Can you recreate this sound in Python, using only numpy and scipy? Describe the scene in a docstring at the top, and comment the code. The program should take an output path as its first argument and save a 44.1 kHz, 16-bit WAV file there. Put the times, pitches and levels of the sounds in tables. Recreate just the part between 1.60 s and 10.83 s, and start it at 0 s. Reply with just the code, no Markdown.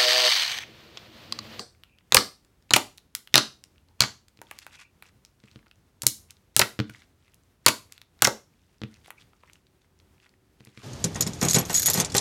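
"""Fingers poke, pull out of and stretch thick slime on a table in a small quiet room, close to one microphone.
From the start, bursts of suction pops: a seal cracks, a thin gap rings, the air in the finger hole swings.
From about 2.7 s, mostly ticks of bursting pockets, grains of crackle and squeaks of filtered friction noise;
pops return at 4.4 to 6.7 s, with a knock on the booming table top at 5.2 s; then small sounds and softer knocks.
Echoes, a decaying noise tail and shaped hush run throughout; a thin sine joins at 7 s. Overloads clip."""
import sys
import numpy as np
from scipy import signal
from scipy.fft import rfft, irfft
from scipy.io import wavfile

SR = 44100
rng = np.random.default_rng(int(sys.argv[2]) if len(sys.argv) > 2 else 0)


def gain_from_db(level_db):
    """Turn a decibel level (scalar or array-like) into a linear amplitude factor."""
    decades = np.asarray(level_db, float) / 20
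    return 10 ** decades


def materialize(psi):
    """Save the field psi as 16-bit PCM at rate SR to the path in sys.argv[1].

    A 1-D psi becomes a single channel; in a 2-D psi each row is a channel.
    """
    bounded = np.clip(np.atleast_2d(psi).T, -1, 1)
    quanta = np.round(bounded * 32767).astype(np.int16)
    wavfile.write(sys.argv[1], SR, quanta)


N = 407043
LEAD = 6000   # samples before the start, for sounds already under way
LONG = N + LEAD


def rms_one(x):
    """Scales to unit rms."""
    return x / np.sqrt(np.mean(x ** 2) + 1e-20)


def peak_one(x):
    """Scales to unit peak."""
    return x / np.max(np.abs(x))


def at_hz(rows, hz):
    """Reads a table on a log-frequency axis."""
    rows = np.array(rows)
    return np.interp(np.log(hz), np.log(rows[:, 0]), rows[:, 1])


def band(x, low_hz, high_hz):
    """Butterworth band-pass."""
    sos = signal.butter(2, [low_hz, min(high_hz, .45 * SR)], "band", fs=SR, output="sos")
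    return signal.sosfilt(sos, x)


def dying(t, t60_s):
    """Falls by 60 dB in t60_s."""
    return gain_from_db(-60 * t / t60_s)


def add(out, start_s, sound):
    """Places a sound at start_s."""
    i = round(start_s * SR) + LEAD
    out[i:i + len(sound)] += sound[:LONG - i]


def ring(clicks, hz, t60_s):
    """Two-pole resonator: a unit click sets a decaying sine of initial height 1 ringing."""
    radius = gain_from_db(-60 / (t60_s * SR))
    angle = 2 * np.pi * hz / SR
    poles = [1, -2 * radius * np.cos(angle), radius * radius]
    return signal.lfilter([0, np.sin(angle)], poles, clicks + 1e-18)


def sinking(t, hz, drop, drop_s):
    """A sine that starts sharp by the fraction drop and sinks to hz as its cavity opens."""
    return np.sin(2 * np.pi * hz * (t + drop * drop_s * (1 - np.exp(-t / drop_s))))


def tearing(noise, t, fast_s, slow_db, slow_s):
    """A noise burst that dies in two stages, its spectrum evened out so that no pitch stands out."""
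    burst = rfft(noise * (dying(t, fast_s) + gain_from_db(slow_db) * dying(t, slow_s)))
    return irfft(burst / np.abs(burst), len(t)) * dying(t, 2 * slow_s)


# suction pops: (time [s], ring level [dB], ring frequency [Hz], hole level [dB], hole frequency [Hz])
POP_EVENTS = [(-.085, 9, 4095, -15, 386), (0.5224, -1, 3415, -16, 1214), (0.5454, -0.5, 7600, -13, 507.3),
              (0.5474, 3, 2516, -10, 786), (0.5685, 9.5, 4079, -1.5, 1689),
              (1.1074, -9.5, 3712, -28.5, 882), (1.1103, -15.5, 3730, -19.5, 756),
              (1.1360, 5.5, 5423, -0.5, 2256), (1.1620, -3, 2190, -14, 747), (1.1653, -2.5, 2320, -14, 578),
              (1.7417, 2.5, 3367, -8, 1733), (1.7559, 13, 3597, -16, 628.3),
              (1.7793, 3.5, 4057, -11.5, 1180), (2.4045, -12, 5960, -18, 1226),
              (2.4063, 6, 4008, -20, 1176), (2.4207, -5, 3877, -18, 1187), (2.4362, -15, 4363, -16.5, 1507),
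              (4.4335, -26.5, 8000, -32, 889), (4.4669, -4, 8684, -46, 1785),
              (4.4683, -10.5, 6797, -28.5, 1725), (4.9647, 1, 7240, -18.5, 1274),
              (4.9933, -2.5, 7213, -15.5, 541.7), (4.9960, -2, 3762, -10, 1720),
              (5.0145, -12.5, 1738, -7, 1480), (5.0160, -9, 4152, -8.5, 1780), (6.0623, 4, 6220, -13, 1144),
              (6.0647, 6.5, 4180, -8.5, 1048), (6.0824, -1.5, 2257, -15.5, 894),
              (6.086, -2.5, 5996, -14, 1880), (6.6215, 6.5, 5468, -6.5, 1012),
              (6.6455, -4.5, 5119, -17, 1678), (6.6492, 6, 4992, -6, 1927),
              (6.6721, -2.5, 4980, -11.5, 549)]
# crack against ring, by ring pitch: (ring frequency [Hz], relative level [dB])
CRACK_OVER_RING = [(2200, 0), (3900, -15.5), (8000, 9)]


def pops():
    """The seal tears with a crack, the thin gap rings high, then the air in the finger hole swings lower."""
    out, t = np.zeros(LONG), np.arange(1300) / SR
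    noise = rng.standard_normal((len(POP_EVENTS), 3, len(t)))
    for event, (tear, wobble, inrush) in zip(POP_EVENTS, noise):
        start_s, ring_db, ring_hz, hole_db, hole_hz = event
        crack_db = ring_db + at_hz(CRACK_OVER_RING, ring_hz)
        crack = peak_one(band(tearing(tear, t, 0.0074, -12, .025), ring_hz * .45, 15000))

        rough = 1 + 0.85 * rms_one(band(wobble, 280, 3000))   # wet walls flap
        t60_cycles = 11 + .8 * max(ring_db - crack_db, 0)   # a clean break rings longer
        gap = sinking(t, ring_hz, .22, 0.00081) * (1 - np.exp(-t / 0.000068))
        gap = gap * dying(t, t60_cycles / ring_hz) * rough

        rush = .8 * rms_one(band(inrush, hole_hz * .45, hole_hz * 2.2))   # air rushes in
        swing = sinking(t, hole_hz, 1.2, .002) + rush
        hole = peak_one(swing * (1 - np.exp(-t / 0.0017)) * dying(t, 0.021 + 15.0 / hole_hz))
        add(out, start_s, gain_from_db(crack_db) * crack + gain_from_db(ring_db) * gap + gain_from_db(hole_db) * hole)
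    return out


# small air pockets snapping: (time [s], tick level [dB], pocket frequency [Hz])
SNAP_EVENTS = [(0.236, -34, 2600), (0.386, -45, 2700), (0.848, -47, 4500), (1.376, -39.5, 7000),
               (1.381, -34, 3440), (1.5508, -15.5, 3730), (1.674, -34.5, 2620), (2.039, -33.5, 4470),
               (2.683, -40, 4400), (2.773, -45.5, 3510), (2.816, -30.5, 938), (2.912, -25.5, 1410),
               (2.988, -27.5, 4030), (3.066, -27.5, 1530), (3.424, -30, 2180), (3.456, -44, 2200),
               (3.650, -36.5, 4530), (3.802, -51, 3300), (3.884, -47, 2200), (3.914, -44.5, 3600),
               (3.991, -47.5, 2000), (4.067, -45.5, 1387), (4.082, -56, 4020), (4.113, -40, 2484),
               (4.420, -21.5, 5970), (4.707, -32.5, 5520), (5.298, -31, 1443), (5.42, -43, 1970),
               (5.68, -47.5, 1994), (5.744, -43, 8680), (6.323, -28, 4430), (6.379, -36.5, 3020),
               (6.416, -34, 3003), (6.591, -46, 3000), (7.342, -44, 4010), (7.460, -38, 2040),
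               (7.480, -37.5, 776), (7.505, -27.5, 1890), (7.733, -50, 1196), (7.835, -44, 994),
               (7.898, -42.5, 2020), (7.933, -40, 5260), (7.956, -45.5, 2500), (8.218, -53, 3300),
               (8.40, -47.5, 3100), (8.66, -49.5, 1505), (9.05, -38.5, 8200), (9.220, -42.5, 1060)]
SNAP_TREBLE_DB, SLAP_TREBLE_DB = -1.5, -20.5   # bright edge against the tick, for ticks at -30 dB
TREBLE_DB_PER_DB = 0.48   # fainter ticks are duller
STRAYS_PER_S, STRAY_MAX_DB = 5, -50.5   # faint pockets bursting at random
SLAP_OVER_KNOCK_DB, SLAP_HZ = 0.5, 2200   # dull wet slap on top of each knock


def snaps():
    """A pocket bursts, or slime slaps down more dully: a wide tick and a few cycles at the pocket's pitch."""
    out, t = np.zeros(LONG), np.arange(700) / SR
    chance = rng.random((int(STRAYS_PER_S * N / SR), 3))
    rows = [(*row, SNAP_TREBLE_DB) for row in SNAP_EVENTS]
    rows += [(s, db + SLAP_OVER_KNOCK_DB, SLAP_HZ, SLAP_TREBLE_DB) for s, db in KNOCK_EVENTS]
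    rows += [(when * N / SR, STRAY_MAX_DB - 9 * fainter, 1500 * 2 ** (2 * pitch), SNAP_TREBLE_DB)
             for when, fainter, pitch in chance]
    noise = rng.standard_normal((len(rows), len(t)))
    for (start_s, db, hz, treble_db), tear in zip(rows, noise):
        tear = tearing(tear, t, 0.0036, -11.5, 0.024)
        body = peak_one(band(tear, hz * .45, hz * 1.9))
        edge = gain_from_db(treble_db + TREBLE_DB_PER_DB * (db + 30)) * peak_one(band(tear, 4000, 16000))
        pocket = sinking(t, hz, .3, .001) * dying(t, 20. / hz)
        pocket_gain = gain_from_db(-6 - .3 * (db + 30))   # faint pockets are more pitched
        add(out, start_s, gain_from_db(db) * (body + edge + pocket_gain * pocket))
    return out


# hand and slime knocking the table top: (time [s], level [dB])
KNOCK_EVENTS = [(2.79, -47), (3.838, -46.5), (3.959, -39.5), (4.465, -24.5), (5.296, -38.5), (5.191, -20),
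                (5.2005, -17), (7.217, -29), (7.2355, -24), (9.006, -43.5), (9.072, -44), (9.175, -37.5)]
# table-top modes: (frequency [Hz], level [dB], decay time T60 [s])
TABLE_MODES = [(126, -1.5, 0.085), (214, -5, 0.095), (297, -10, .09), (445, -16, 0.09)]
JOLT_DB = -23   # each pop tugs at the table top
JOLT_DB_PER_RING_DB, JOLT_DB_PER_HOLE_DB = 0.13, 0.26


def table():
    """Each soft knock or jolt strikes every mode of the table top with a strength of its own."""
    jolts = [(s, JOLT_DB + JOLT_DB_PER_RING_DB * ring_db + JOLT_DB_PER_HOLE_DB * hole_db)
             for s, ring_db, _, hole_db, _ in POP_EVENTS]
    out, (start_s, strike_db) = np.zeros(LONG), np.transpose(KNOCK_EVENTS + jolts)
    chance_db = rng.normal(0, 2, (len(start_s), len(TABLE_MODES)))
    for k, (hz, mode_db, t60_s) in enumerate(TABLE_MODES):
        clicks = np.zeros(LONG)
        clicks[np.round(start_s * SR).astype(int) + LEAD] = -gain_from_db(strike_db + mode_db + chance_db[:, k])
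        out += ring(clicks, hz, t60_s)
    return band(out, 85, 1100)


# swells of fine crackle where slime peels and stretches: (start [s], length [s], level [dB])
CRACKLE_SWELLS = [(2.8, 0.38, -62.5), (3.01, 0.027, -53.5), (3.11, 0.068, -53), (3.18, 0.062, -51.5),
                  (3.42, 0.088, -62), (3.78, 0.23, -68.5), (4.684, 0.043, -62.5), (5.25, 0.22, -59.5),
                  (5.58, 0.16, -73), (6.28, 0.12, -65.5), (6.85, 0.43, -75.5), (7.24, 0.21, -68.5),
                  (7.43, 0.077, -60), (7.56, 0.098, -62.5), (7.72, 0.31, -71), (8.19, 0.086, -75),
                  (8.6, 0.08, -66), (8.95, 0.35, -68.5), (9.12, 0.36, -55.5)]
GRAINS_PER_S = 3500.   # for a -52 dB swell, before clumping; faint swells are sparser
CRACKLE_HZ = 2500   # favoured pocket pitch
PEEL_S, PEEL_DB = .022, -64.   # the skin peels faintly just before the first pop of a pull


def crackle():
    """Tiny pockets burst at random and in clumps, each ringing a few cycles near the typical size."""
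    out, pitches_hz = np.zeros(LONG), np.geomspace(700, 13000, 12)
    starts_s = np.array(POP_EVENTS)[:, 0]
    peels = [(s - PEEL_S, PEEL_S, PEEL_DB) for s in starts_s[1:][np.diff(starts_s) > .1]]
    octaves_off = np.abs(np.log2(pitches_hz / CRACKLE_HZ))
    weights = gain_from_db(-8. * octaves_off) * np.sqrt(pitches_hz / CRACKLE_HZ)
    for start_s, length_s, db in CRACKLE_SWELLS + peels:
        n = int(length_s * SR)
        clump, size, birth, deal = rng.random((4, LEAD * 4))[:, :n]
        sizes = gain_from_db(-3.6 * np.log(size + 1e-3)) * np.sign(clump - .5)   # few large, many small
        clump_db = 3.5 * rms_one(band(clump - .5, 15, 70))
        born = birth < GRAINS_PER_S * gain_from_db(.9 * (db + 52) + clump_db) / SR
        dealt = (deal * len(pitches_hz)).astype(int)   # each grain gets one pitch
        grains = np.zeros(n)
        for k, (hz, weight) in enumerate(zip(pitches_hz, weights)):
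            grains += weight * ring(sizes * born * (dealt == k), hz, 14. / hz)
        grains = band(grains, CRACKLE_HZ / 2.5, 15000)

        jerks = gain_from_db(4 * rms_one(band(size - .5, 20, 120)))   # wet film sliding in jerks
        rustle = rms_one(band(deal - .5, CRACKLE_HZ * .5, CRACKLE_HZ * 3.) * jerks)
        add(out, start_s, gain_from_db(db) * (rms_one(grains) + 0.65 * rustle) * np.sqrt(np.hanning(n)))
    return out


# wet film squeaking under a fingertip: (start [s], length [s], level [dB], frequency [Hz])
SQUEAK_EVENTS = [(0.245, 0.17, -69, 2540), (2.277, 0.073, -73.5, 894), (3.118, 0.19, -60.5, 2530),
                 (7.572, 0.027, -56, 2380)]


def squeaks():
    """Friction noise twice through a narrow resonance, fluttering."""
    out = np.zeros(LONG)
    noise = rng.standard_normal((len(SQUEAK_EVENTS), 2, LEAD * 2))
    for (start_s, length_s, db, hz), (rub, flutter) in zip(SQUEAK_EVENTS, noise):
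        n = int(length_s * SR)
        tone = band(band(rub, hz * .91, hz * 1.09), hz * .91, hz * 1.09)
        tone = tone * gain_from_db(3.5 * rms_one(band(flutter, 15, 60)))
        add(out, start_s, gain_from_db(db) * rms_one(tone[:n]) * np.sqrt(np.hanning(n)))
    return out


# colour of the room tail: (frequency [Hz], relative level [dB])
ROOM_COLOUR = [(130, 7.5), (320, 6), (550, -1), (1000, 0), (2600, -5.5), (4300, -5.5), (7000, -7.5),
               (15000, -9)]
# decay of the room tail: (frequency [Hz], decay time T60 [s])
ROOM_DECAY = [(200, 0.25), (2600, .24), (4300, 0.28), (15000, 0.29)]
# nearest wall, once and twice: (delay [s], level [dB])
WALL_ECHOES = [(0.0097, -17), (0.0191, -23)]
TAIL_DB = -14.5   # tail energy against the direct sound


def room(x):
    """Two clear wall echoes, then a dense tail dying band by band."""
    t = np.arange(LEAD * 3) / SR
    edges_hz = 70 * 2 ** np.arange(0, 8.1, .5)
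    white, tail = rng.standard_normal((2, len(t))), np.zeros(len(t))
    for k, (low_hz, high_hz) in enumerate(zip(edges_hz, edges_hz[1:])):
        hz = np.sqrt(low_hz * high_hz)
        noise = band(white[k % 2], low_hz, high_hz)   # neighbouring bands use separate noises
        tail += gain_from_db(at_hz(ROOM_COLOUR, hz)) * noise * dying(t, at_hz(ROOM_DECAY, hz))
    tail = tail * (1 - np.exp(-t / .004))
    tail = gain_from_db(TAIL_DB) * tail / np.sqrt(np.sum(tail ** 2))
    for delay_s, db in WALL_ECHOES:
        tail[round(delay_s * SR)] += gain_from_db(db)
    return signal.fftconvolve(x, tail)[:LONG]


# spectrum of the room hush: (frequency [Hz], relative density [dB per Hz])
AIR_SPECTRUM = [(24, -30.5), (45, -4.5), (88, -2.5), (150, -7), (363, -14), (570, -20), (13800, -37),
                (16000, -38.5)]
# a distant motor: (nominal frequency [Hz], rms level [dB])
MOTOR_HUM = [(86, -73.5)]
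# a faint thin tone that comes and goes: (start [s], length [s], peak level [dB], frequency [Hz])
THIN_TONE = (7, 3.4, -75, 378)
AIR_RMS_DB = -65   # before breathing


def hush():
    """Shaped noise that breathes a little, a thin sine, and a motor's wavering hum as narrow-band noise."""
    hz = np.maximum(np.fft.rfftfreq(LONG, 1 / SR), 1)
    shaped = irfft(rfft(rng.standard_normal(LONG)) * gain_from_db(at_hz(AIR_SPECTRUM, hz)), LONG)
    breathing = gain_from_db(1.4 * rms_one(band(rng.standard_normal(LONG), 1, 4.8)))
    out = gain_from_db(AIR_RMS_DB) * rms_one(shaped) * breathing

    start_s, length_s, db, tone_hz = THIN_TONE
    n = int(length_s * SR)
    tone = np.sin(2 * np.pi * tone_hz * np.arange(n) / SR)
    add(out, start_s, gain_from_db(db) * np.sqrt(np.hanning(n)) * tone)

    for hum_hz, db in MOTOR_HUM:
        out += gain_from_db(db) * rms_one(band(rng.standard_normal(LONG), hum_hz - 3., hum_hz + 1.0))
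    return out


def scene():
    """Slime sounds in the room, with the table boom and the hush."""
    slime = band(pops() + snaps() + crackle() + squeaks(), 110, 13000)
    boom = table()
    mix = slime + room(slime + .5 * boom) + boom + hush()
    return mix[None, LEAD:]


def top_cut(x):
    """Nothing passes above the cut-off."""
    return signal.sosfilt(signal.butter(12, 16540, fs=SR, output="sos"), x)


def record(dry):
    """The microphone input clips at full scale."""
    clipped = np.clip(dry, -1, 1)
    return top_cut(clipped)


dry = scene()
out = record(dry)
materialize(out)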